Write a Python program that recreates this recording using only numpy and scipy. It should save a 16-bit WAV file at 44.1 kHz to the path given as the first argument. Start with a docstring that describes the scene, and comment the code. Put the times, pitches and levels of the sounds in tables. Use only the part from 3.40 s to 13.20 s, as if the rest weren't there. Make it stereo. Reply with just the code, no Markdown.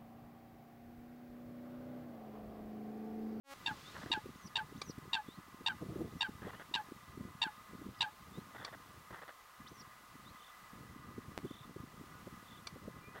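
"""A lake. A brief thin buzz opens; air hiss, a camera's whir and light wind buffeting its two microphone
ports come in. From 0.26 to 4.7 s a coot calls nine times: a pulsed bark ending in two falling voices, one
per side of the syrinx. The reeds swell at 0.3 s; from 0.4 s small birds chirp far off in them. From 0.5 s
the focus motor rasps in short runs. The coot gives single-pulse 'pit' notes at 1.4 and 5.2 s. The camera
body clicks twice near 8 s; a last 'pit' follows at 9.3 s."""
import sys
import numpy as np
from scipy import signal
from scipy.fft import rfft, irfft
from scipy.io import wavfile
from scipy.ndimage import uniform_filter1d

SR = 44100
rng = np.random.default_rng(int(sys.argv[2]) if len(sys.argv) > 2 else 0)


def put_to_file(sound):
    """Save the sound as 16-bit audio at rate SR, in the file named by the first command-line argument."""
    columns = np.atleast_2d(sound).T  # one column per channel
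    safe = np.clip(columns, -1, 1)
    whole_steps = np.round(safe * 32767)
    wavfile.write(sys.argv[1], SR, whole_steps.astype(np.int16))


N = 432180
TIME_S = np.arange(N) / SR
LEFT_RIGHT = np.array([[1], [-1]])
PUFF_HALF_SPAN_S = .03

# opening buzz spectrum: freq_hz, gain_db
BUZZ_SPECTRUM = [(100, -21), (280, -6), (700, -.5), (2500, -11), (14000, -27)]
# air and microphone hiss: freq_hz, gain_db
AIR_SPECTRUM = [(20, -21), (45, -8), (90, -14), (200, -26), (450, -13), (700, -8.5), (1200, -5.5),
                (1700, -12), (2500, -13.5), (5000, -19), (9000, -21.5), (15500, -22)]
# reed hiss envelope: time_s, level_db
REED_LEVELS = [(0, -72), (.3, -59.5), (.6, -58), (.9, -68), (1.3, -72.5), (3, -72), (9.8, -72.5)]
# reed hiss: freq_hz, gain_db
REED_SPECTRUM = [(300, 8), (1500, 1), (4000, 3.5), (7000, -4), (14000, -24)]
# camera body resonances: centre_hz, width_hz, gain_db
BODY_MODES = [(1047, 88, -6), (1224, 110, -2.5), (1457, 18, -6.5), (1692, 130, -13.5), (1989, 98, -8)]
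# breeze at the ports, right one in the lee: time_s, left_db, right_db
GUSTS = [(0.1, -74, -80), (0.3, -49, -42), (0.42, -64, -58.5), (0.549, -50.5, -57.5), (1.499, -50, -59.5),
         (2.07, -61.5, -71), (2.601, -37, -41.5), (2.85, -56, -66), (3.05, -42, -54), (3.2, -56.5, -61),
         (3.6, -56, -64), (3.82, -45, -56.5), (4.18, -68, -66), (4.42, -46, -47.5), (4.75, -61, -64),
         (4.95, -47.5, -53), (5.1, -57.5, -60), (5.8, -54, -61), (5.95, -82, -83), (6.12, -85, -83),
         (6.25, -52, -61), (6.68, -64, -69.5), (6.88, -50, -63), (7.05, -76, -79), (7.22, -62.5, -73),
         (7.35, -49.5, -59.5), (8.05, -47.5, -55.5), (8.2, -51, -64), (8.9, -51, -57.5), (9.1, -57, -60),
         (9.45, -49, -53), (9.8, -52.5, -61)]
# slow eddies: freq_hz, gain_db
EDDY_SPECTRUM = [(15, -32), (30, -12), (70, 1), (190, 2), (340, -11), (480, -15), (700, -26.5), (1200, -67),
                 (2000, -90)]
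# prominent puffs: middle_s, length_s, left_db, right_db, centre_hz
CLEAR_PUFFS = [(0.314, 0.019, -39.5, -47, 237), (0.666, 0.019, -58, -39.5, 259),
               (0.707, 0.013, -48, -36.5, 301), (0.862, 0.014, -37.5, -60, 268),
               (1.361, 0.016, -41.5, -49.5, 223), (1.501, 0.012, -35.5, -68, 310),
               (1.586, 0.011, -36, -70, 226), (1.887, 0.0094, -36, -51, 267),
               (1.987, 0.032, -43.5, -63, 210), (2.146, 0.0097, -44.5, -68, 220),
               (2.214, 0.016, -44.5, -60, 278), (2.426, 0.032, -41, -38, 333),
               (2.527, 0.015, -47, -40.5, 270), (2.562, 0.027, -35.5, -48, 312),
               (2.614, 0.037, -32.5, -57, 320), (2.759, 0.012, -37, -51, 205),
               (3.075, 0.028, -40.5, -64, 320), (3.778, 0.014, -38, -65, 221),
               (3.854, 0.014, -37.5, -65, 230), (4.067, 0.013, -39.5, -54, 218),
               (4.352, 0.013, -57, -40, 255), (4.419, 0.015, -42, -58, 248),
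               (4.465, 0.027, -41.5, -45.5, 240), (4.984, 0.024, -36, -40, 262),
               (6.209, 0.031, -48, -65, 189), (6.321, 0.022, -47, -59, 280), (6.799, 0.013, -55, -59, 240),
               (7.787, 0.021, -40, -52, 247), (8.054, 0.028, -34.5, -66, 252),
               (8.112, 0.015, -38, -66, 272), (8.366, 0.014, -37.5, -59, 322),
               (8.442, 0.019, -42, -45, 242), (8.875, 0.012, -37, -45, 318), (9.482, 0.013, -39, -57, 370)]
# path from lake to ports: freq_hz, left_minus_right_db, left_lead_rad
PORT_RESPONSE = [(800, 3.5, 0), (1600, 3.5, -.1), (2698, 1.5, 0.5), (3584, 1, 0.17), (4480, 0.5, 0.2),
                 (5130, 12, 4.5), (6500, 15, -2.4), (8000, 9.5, 0), (14000, 1, -3.5)]
# coot calls: start_s, level_db, upper_tail_db, lower_db, lower_from_s, lower_until_s (both into the call),
# flick_ratio, roughness_ratio, stretch_ratio
COOT_CALLS = [(0.2596, -8.5, -1, 7, 0.018, 0.064, 0.017, 0.36, 0.87),
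              (0.7152, -5.5, -2, 5, 0.022, 0.055, 0.009, 0.36, 0.934),
              (1.155, -7, -1, 7, 0.025, 0.053, 0.029, 0.39, 0.87),
              (1.7303, -6, -1.5, 6, 0.022, 0.051, 0.004, 0.31, 0.98),
              (2.2613, -5.5, -13, 6, 0.024, 0.062, 0, 0.25, 0.97),
              (2.8069, -6.5, -11.5, 7.5, 0.023, 0.064, 0.0021, 0.32, 1.06),
              (3.3385, -7, -0.5, 6, 0.024, 0.049, 0.098, 0.37, 0.94),
              (4.0161, -5, -6.5, 3, 0.026, 0.097, 0.0056, 0.33, 1.025),
              (4.606, -5, -5, 3, 0.025, 0.05, 0.048, 0.55, 1.01)]
# upper voice, unstretched: time_s, pitch_hz, level_db, overtones_db, bill_ring_db, pulse_depth_ratio
UPPER_CONTOUR = [(0, 905, -20.5, -5.5, 0, 1), (.005, 916, -35, 6, 7, 1), (.014, 914, -32, 3.5, 2.5, .95),
                 (.023, 911.7, -26, -3.5, -3, .9), (.031, 879, -31.5, -9, -3, 0.93),
                 (.045, 880, -38, -12, -8, .6), (.058, 860, -31.5, -27, -3, .1),
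                 (.075, 843, -34, -31, -22, 0), (.088, 848, -49, -26, -3, 0)]
# upper voice harmonics, fundamental first: gain_db
UPPER_PARTIALS_DB = [-25, -10.5, 1.5, 2, -5, -17.5, -28.5, -20.5, -25, -36, -36]
# lower voice, unstretched: time_s, pitch_hz, level_db
LOWER_CONTOUR = [(.008, 850, -33), (.024, 825, -39.5), (.030, 815, -43.5), (.043, 790, -38.5),
                 (.053, 752, -46), (.063, 722, -45), (.075, 710, -85)]
# lower voice harmonics, fundamental first: gain_db
LOWER_PARTIALS_DB = [-21, 2, -17.5, -13, -24, -25]
# rising bird whistles: start_s, length_s, start_hz, end_hz, level_db
WHISTLE_NOTES = [(0.428, .09, 3380, 4060, -57), (1.857, 0.12, 3330, 4600, -63.5),
                 (2.62, 0.1, 3300, 3670, -74), (3.10, .12, 2760, 3330, -66),
                 (4.918, .095, 3450, 4340, -64.5), (6.844, 0.073, 3480, 4580, -61.5),
                 (9.601, 0.15, 2355, 2560, -64)]
# arched bird notes: start_s, length_s, top_hz, level_db, upstroke_db
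ARCH_NOTES = [(0.947, 0.13, 6600, -48, -15), (1.36, .15, 6620, -45, -14), (2.711, 0.1, 6350, -55, -9),
              (4.543, 0.05, 5600, -52.5, -5), (6.265, 0.15, 6360, -49, -2)]
# shape of one arch: length_ratio, pitch_ratio, level_db
ARCH_CONTOUR = [(0, .45, -4), (.07, 0.59, 4), (.13, 0.91, -1), (.3, 1, -25), (.55, 0.97, -16),
                (.82, 0.86, -8), (.89, .88, 0.5), (.94, 0.9, 1), (1, 0.68, 2)]
# focus motor runs: start_s, length_s, level_db
FOCUS_RUNS = [(0.541, 0.054, -56.5), (0.614, 0.025, -55.5), (0.659, 0.034, -59), (3.014, 0.099, -57.5),
              (3.128, 0.028, -57.5), (3.196, 0.031, -56), (5.145, 0.028, -56.5), (5.179, 0.027, -57),
              (5.208, 0.092, -57.5), (5.325, 0.03, -56.5), (5.703, 0.014, -57), (5.722, 0.081, -59),
              (5.816, 0.028, -57), (5.878, 0.032, -56), (9.745, 0.048, -57)]
# lens drive rasp: freq_hz, gain_db
FOCUS_SPECTRUM = [(200, -7), (450, 9), (900, 8.5), (1400, 8.5), (1950, 10), (2300, -11), (3400, -4.5),
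                  (5000, -25), (9000, -37)]
# coot 'pit' notes: start_s, level_db
PIT_NOTES = [(1.4150, -38.5), (5.2463, -42), (9.2688, -41)]
# 'pit' timbre: freq_hz, gain_db
PIT_SPECTRUM = [(500, -3), (1150, -0.5), (2200, -6), (3300, -8), (4300, 3.5), (5500, -6), (6600, -19),
                (10000, -22), (15000, -38)]
# bird trills: start_s, length_s, centre_hz, rise_hz, level_db
TRILL_NOTES = [(5.18, 0.13, 3480, 50, -54), (6.969, .15, 3440, 200, -55), (8.04, .22, 3460, 223, -53),
               (9.052, 0.153, 3460, 60, -54.5)]
# camera body clicks: start_s, level_db
BODY_CLICKS = [(7.9776, -26.5), (7.988, -39)]


def undb(db):
    """Decibels to gain."""
    return 10 ** (np.asarray(db) / 20)


def unit(x):
    """Scale to rms 1."""
    return x / np.sqrt(np.mean(x ** 2))


def curves(table, at):
    """Interpolate each column over the first."""
    axis, *columns = np.transpose(table)
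    return [np.interp(at, axis, column) for column in columns]


def colour(x, spectrum):
    """Filter by a (freq_hz, gain_db) outline."""
    hz, db = np.transpose(spectrum)
    bins_hz = np.maximum(np.fft.rfftfreq(x.shape[-1], 1 / SR), 1)
    return irfft(rfft(x) * undb(np.interp(np.log(bins_hz), np.log(hz), db)), x.shape[-1])


def wander(t, rate_hz):
    """Random drift, spread near 1."""
    points = rng.standard_normal(int(t[-1] * rate_hz) + 2)
    return np.interp(t * rate_hz, np.arange(len(points)), points)


def clock(length_s):
    """Time axis of one event."""
    return np.arange(int(length_s * SR)) / SR


def add(track, start_s, sound):
    """Mix a sound into a track."""
    i = max(int(start_s * SR), 0)
    track[i:i + len(sound)] += sound[:max(N - i, 0)]


def phase_rad(hz):
    """Phase of a moving pitch."""
    return 2 * np.pi * np.cumsum(hz) / SR


def pan(x, left_db):
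    """Stereo, left_db louder on the left."""
    return x * undb(LEFT_RIGHT * left_db / 2)


def ports(x):
    """Sound bends round the camera: own level and phase at each port."""
    left_db, lead_rad = curves(PORT_RESPONSE, np.fft.rfftfreq(N, 1 / SR))
    return irfft(pan(rfft(x), left_db) * np.exp(.5j * lead_rad * LEFT_RIGHT), N)


def shore(x, wet_db, t60_s):
    """Diffuse echo from reeds and trees, separate per channel."""
    t = clock(.71)
    tail = rng.standard_normal((2, len(t))) * undb(-60 * t / t60_s) * np.minimum(t / .002, 1)
    tail /= np.sqrt(np.sum(tail ** 2, axis=1, keepdims=True))
    return undb(wet_db) * signal.fftconvolve(x[None], tail, axes=1)[:, :N]


def opening_buzz(pitch_hz=275.6, gain_db=-14.5):
    """Thin buzz: a 0.1 s impulse train."""
    pulses = np.zeros(N)
    pulses[(np.arange(.035, .137, 1 / pitch_hz) * SR).astype(int)] = 1
    return undb(gain_db) * colour(pulses, BUZZ_SPECTRUM)


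def camera_whir(noise, level_db=-62):
    """Noise rings the body resonances; the level flutters."""
    bins_hz = np.fft.rfftfreq(N, 1 / SR)
    body = sum(undb(db) / (1 + (2 * (bins_hz - hz) / width_hz) ** 2) for hz, width_hz, db in BODY_MODES)
    whir = unit(irfft(rfft(noise) * body, N))
    return pan(whir * undb(level_db + 1.9 * wander(TIME_S, 25)), left_db=11.1)


def background(air_db=-61):
    """Steady air hiss, one swell of reeds and the whir, each from mid and side noise."""
    air_mid, reed_mid, side, whir_mid, whir_side = rng.standard_normal((5, N))
    air = unit(colour(air_mid + .67 * side * LEFT_RIGHT, AIR_SPECTRUM))
    air *= undb(air_db + .74 * wander(TIME_S, 2.88))
    reeds = unit(colour(reed_mid + .3 * side * LEFT_RIGHT, REED_SPECTRUM))
    reeds *= undb(curves(REED_LEVELS, TIME_S)[0])
    return pan(air, left_db=.14) + reeds + camera_whir(whir_mid + .75 * whir_side * LEFT_RIGHT)


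def wind(eddy_hz=90, eddy_db=6, buffet_hz=16, buffet_db=4, trim_db=-2, fast_ratio=1.62, strong_db=-38):
    """Eddies buffet each port; stronger gusts sweep them past faster, so they sound higher."""
    out = np.zeros((2, N))
    fast_spectrum = [(hz * fast_ratio, db) for hz, db in EDDY_SPECTRUM]
    for port, gust_db in zip(out, curves(GUSTS, TIME_S)):
        pressure = rng.standard_normal(N)
        pressure *= undb(eddy_db * wander(TIME_S, eddy_hz) + buffet_db * wander(TIME_S, buffet_hz))
        speed = np.clip(undb(gust_db - strong_db), 0, 1)
        eddies = (1 - speed) * colour(pressure, EDDY_SPECTRUM) + speed * colour(pressure, fast_spectrum)
        running_rms = np.sqrt(uniform_filter1d(eddies ** 2, size=SR // 6))
        port += eddies / running_rms * undb(gust_db + trim_db)
    return out


def thump(hz, length_s):
    """One eddy passes a port: a pressure swirl, strongest at hz, steep cut above."""
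    t = clock(2 * PUFF_HALF_SPAN_S) - PUFF_HALF_SPAN_S
    swirl = rng.standard_normal(len(t)) * np.exp(-(2.75 * t / length_s) ** 2)
    swirl = colour(swirl, [(hz / 10, -23), (hz / 3, -8), (hz, 0), (hz * 1.68, -9), (hz * 4, -50)])
    return swirl * np.sqrt(length_s * SR / np.sum(swirl ** 2))


def puffs(clear_trim_db=-1.5, rate_hz=6, over_gust_db=4, scatter_db=5, centre_hz=255, scatter_oct=.2):
    """Single eddies hit the ports: clear ones, plus random lesser ones that grow with the breeze."""
    out = np.zeros((2, N))
    for middle_s, length_s, left_db, right_db, hz in CLEAR_PUFFS:
        for port, db in zip(out, (left_db, right_db)):
            add(port, middle_s - PUFF_HALF_SPAN_S, undb(db + clear_trim_db) * thump(hz, length_s))
    for side, port in enumerate(out):
        for slot, offset in enumerate(rng.random(size=100)):
            force, height = rng.standard_normal(size=2)
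            middle_s = (slot + offset) / rate_hz
            db = curves(GUSTS, middle_s)[side] + over_gust_db + scatter_db * force
            hz = centre_hz * 2 ** (scatter_oct * height)
            add(port, middle_s - PUFF_HALF_SPAN_S, undb(db) * thump(hz, length_s=.011))
    return out


def upper_voice(t, stretch, tail_db, flick, roughness, pulse_hz=110, bill_hz=3700, bill_width_hz=480):
    """One side of the syrinx: three bright pulses, then a soft, nearly pure falling note."""
    hz, db, bright_db, ring_db, depth = curves(UPPER_CONTOUR, t / stretch)
    pulse = np.sin(np.pi * (pulse_hz * t % 1))
    gate = 1 - depth * (1 - np.abs(pulse) ** 1.25)
    scoop = .022 * depth * (pulse - .7)
    hz = hz * (1 + flick * np.exp(-((t - .014) / .00622) ** 2) + scoop)
    # membrane turns unsteady in the second pulse
    unrest = roughness * np.interp(t, [.004, .011, .02, .04], [.42, .8, .9, .66])
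    phase = phase_rad(hz * (1 + .15 * unrest * wander(t, 1773)))
    overtones = 0
    # each closure snaps; the bill's resonance shapes the nearest overtone
    for k, partial_db in enumerate(UPPER_PARTIALS_DB[1:], 2):
        bill_db = ring_db * np.exp(-((k * hz - bill_hz) / bill_width_hz) ** 2)
        overtones += undb(partial_db + bill_db) * np.cos(k * phase - .15 * k * k)
    bark_hz = UPPER_CONTOUR[1][1]
    throat = [(bark_hz * k, partial_db) for k, partial_db in enumerate(UPPER_PARTIALS_DB, 1)]
    rasp = unit(colour(rng.standard_normal(len(t)), throat))
    rasp *= undb(-3) * (unrest + .17) * np.minimum(t / .0015, 1)
    soft = np.sin(phase) + undb(-11) * np.sin(2 * phase) * (1 - depth)
    in_tail = np.clip((t - .026) / .0027, 0, 1)
    return undb(db + tail_db * in_tail) * (gate * soft + undb(bright_db) * (gate * overtones + rasp))


def lower_voice(t, stretch):
    """Other side of the syrinx: a lower falling note, heard mostly by its octave."""
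    hz, db = curves(LOWER_CONTOUR, t / stretch)
    phase = phase_rad(hz * (1 + .03 * wander(t, 910)))
    tone = sum(undb(partial_db) * np.sin(k * phase) for k, partial_db in enumerate(LOWER_PARTIALS_DB, 1))
    tremor_db = 2 * wander(t, 400)
    return undb(db + tremor_db) * tone


def coot_calls():
    """Both voices sound together; open water gives little echo."""
    out = np.zeros(N)
    for start_s, db, tail_db, lower_db, from_s, until_s, flick, roughness, stretch in COOT_CALLS:
        t = clock(.099 * stretch)
        upper = upper_voice(t, stretch, tail_db, flick, roughness)
        lower_gate = np.clip(np.minimum(t - from_s, until_s - t) / .0041 + .5, .12, 1)
        lower = undb(lower_db) * lower_gate * lower_voice(t, stretch)
        release = np.minimum((t[-1] - t) / .004, 1)
        add(out, start_s, undb(db) * (upper + lower) * release)
    near_reeds = shore(out, wet_db=-18, t60_s=.066)
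    return ports(out) + near_reeds + shore(out, wet_db=-28.5, t60_s=1.0)


def songbirds(warble_ratio=.024, trill_hz=43):
    """Rising whistles, warbling arches and trills of down-slides, blurred by the reeds."""
    near, far = np.zeros((2, N))
    for start_s, length_s, start_hz, end_hz, db in WHISTLE_NOTES:
        t = clock(length_s)
        progress = t / length_s
        hz = start_hz + (end_hz - start_hz) * progress ** 1.7
        swell = undb(db + 1.3 * wander(t, 78.3)) * np.sin(np.pi * progress)
        add(near, start_s, swell * np.sin(phase_rad(hz)))
    for start_s, length_s, top_hz, db, upstroke_db in ARCH_NOTES:
        t = clock(length_s)
        pitch_ratio, shape_db = curves(ARCH_CONTOUR, t / length_s)
        shape_db += upstroke_db * np.clip(1 - (t / length_s / .26) ** 4, 0, 1)
        hz = top_hz * pitch_ratio * (1 + warble_ratio * wander(t, 1233))
        add(far, start_s, undb(db + shape_db) * np.sin(phase_rad(hz)))
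    for start_s, length_s, centre_hz, rise_hz, db in TRILL_NOTES:
        t = clock(length_s)
        note_progress = (trill_hz * t + .15 * wander(t, 30)) % 1
        swell = np.sqrt(np.sin(np.pi * note_progress) * np.sin(np.pi * t / length_s))
        slide = .1 * (1 - 2 * note_progress) + .02 * wander(t, 45) + .025 * wander(t, 600)
        hz = centre_hz * (1 + slide) + rise_hz * (t / length_s - .5)
        add(far, start_s, undb(db) * swell * np.sin(phase_rad(hz)))
    direct = ports(1.17 * near + .43 * far)
    return direct + shore(near, wet_db=-2.5, t60_s=.15) + shore(far, wet_db=-7.5, t60_s=.049)


def focus_motor(step_hz=330, grit_db=3.5, trim_db=7):
    """The lens moves in uneven, scraping steps that reach each port by its own path."""
    out = np.zeros((2, N))
    for start_s, length_s, db in FOCUS_RUNS:
        t = clock(length_s)
        steps = undb(grit_db * wander(t, step_hz) + 2 * wander(t, 74))
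        for port in out:
            scrape = unit(colour(steps * rng.standard_normal(len(t)), FOCUS_SPECTRUM))
            add(port, start_s, undb(db + trim_db) * scrape * signal.windows.tukey(len(t), .15))
    return pan(out, left_db=7)


def coot_pits(pitch_hz=1150, fall_ratio=.08, length_s=.0063, trim_db=5):
    """Each note is one harsh pulse of voice, sliding down."""
    out = np.zeros(N)
    t = clock(.04)
    swell = np.minimum(t / .0045, 1) / (1 + (t / length_s) ** 4)
    for start_s, db in PIT_NOTES:
        jitter = .05 * wander(t, 1500)
        phase = phase_rad(pitch_hz * (1 + fall_ratio * np.exp(-t / .0015) + jitter))
        buzz = sum(np.cos(k * phase) for k in range(1, 10)) + 2 * rng.standard_normal(len(t))
        add(out, start_s, undb(db + trim_db) * swell * unit(colour(buzz, PIT_SPECTRUM)))
    return ports(out) + shore(out, wet_db=-10, t60_s=.09)


def body_clicks(rise_s=.00004, fall_s=.0004, trim_db=5.5):
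    """A sharp push on the camera body, with a small rebound."""
    out = np.zeros(N)
    t = clock(.004)
    push = (1 - np.exp(-t / rise_s)) * np.exp(-t / fall_s) * (1 - t / (2 * fall_s))
    for start_s, db in BODY_CLICKS:
        add(out, start_s, undb(db + trim_db) * push)
    return pan(out, left_db=11.3)


def scene():
    """Lake and camera sounds; the surroundings enter during the buzz."""
    surroundings = (wind() + puffs() + background()) * np.clip((TIME_S - .07) / .039, 0, 1)
    birds = coot_calls() + coot_pits() + songbirds()
    return opening_buzz() + surroundings + birds + focus_motor() + body_clicks()


def record(dry, cutoff_hz=15800):
    """Fade-in and steep low-pass."""
    fade = np.clip((TIME_S - .03) / .09, 0, 1) ** 2
    return signal.sosfilt(signal.ellip(10, .2, 60, cutoff_hz, fs=SR, output="sos"), dry * fade)


dry = scene()
out = record(dry)
put_to_file(out)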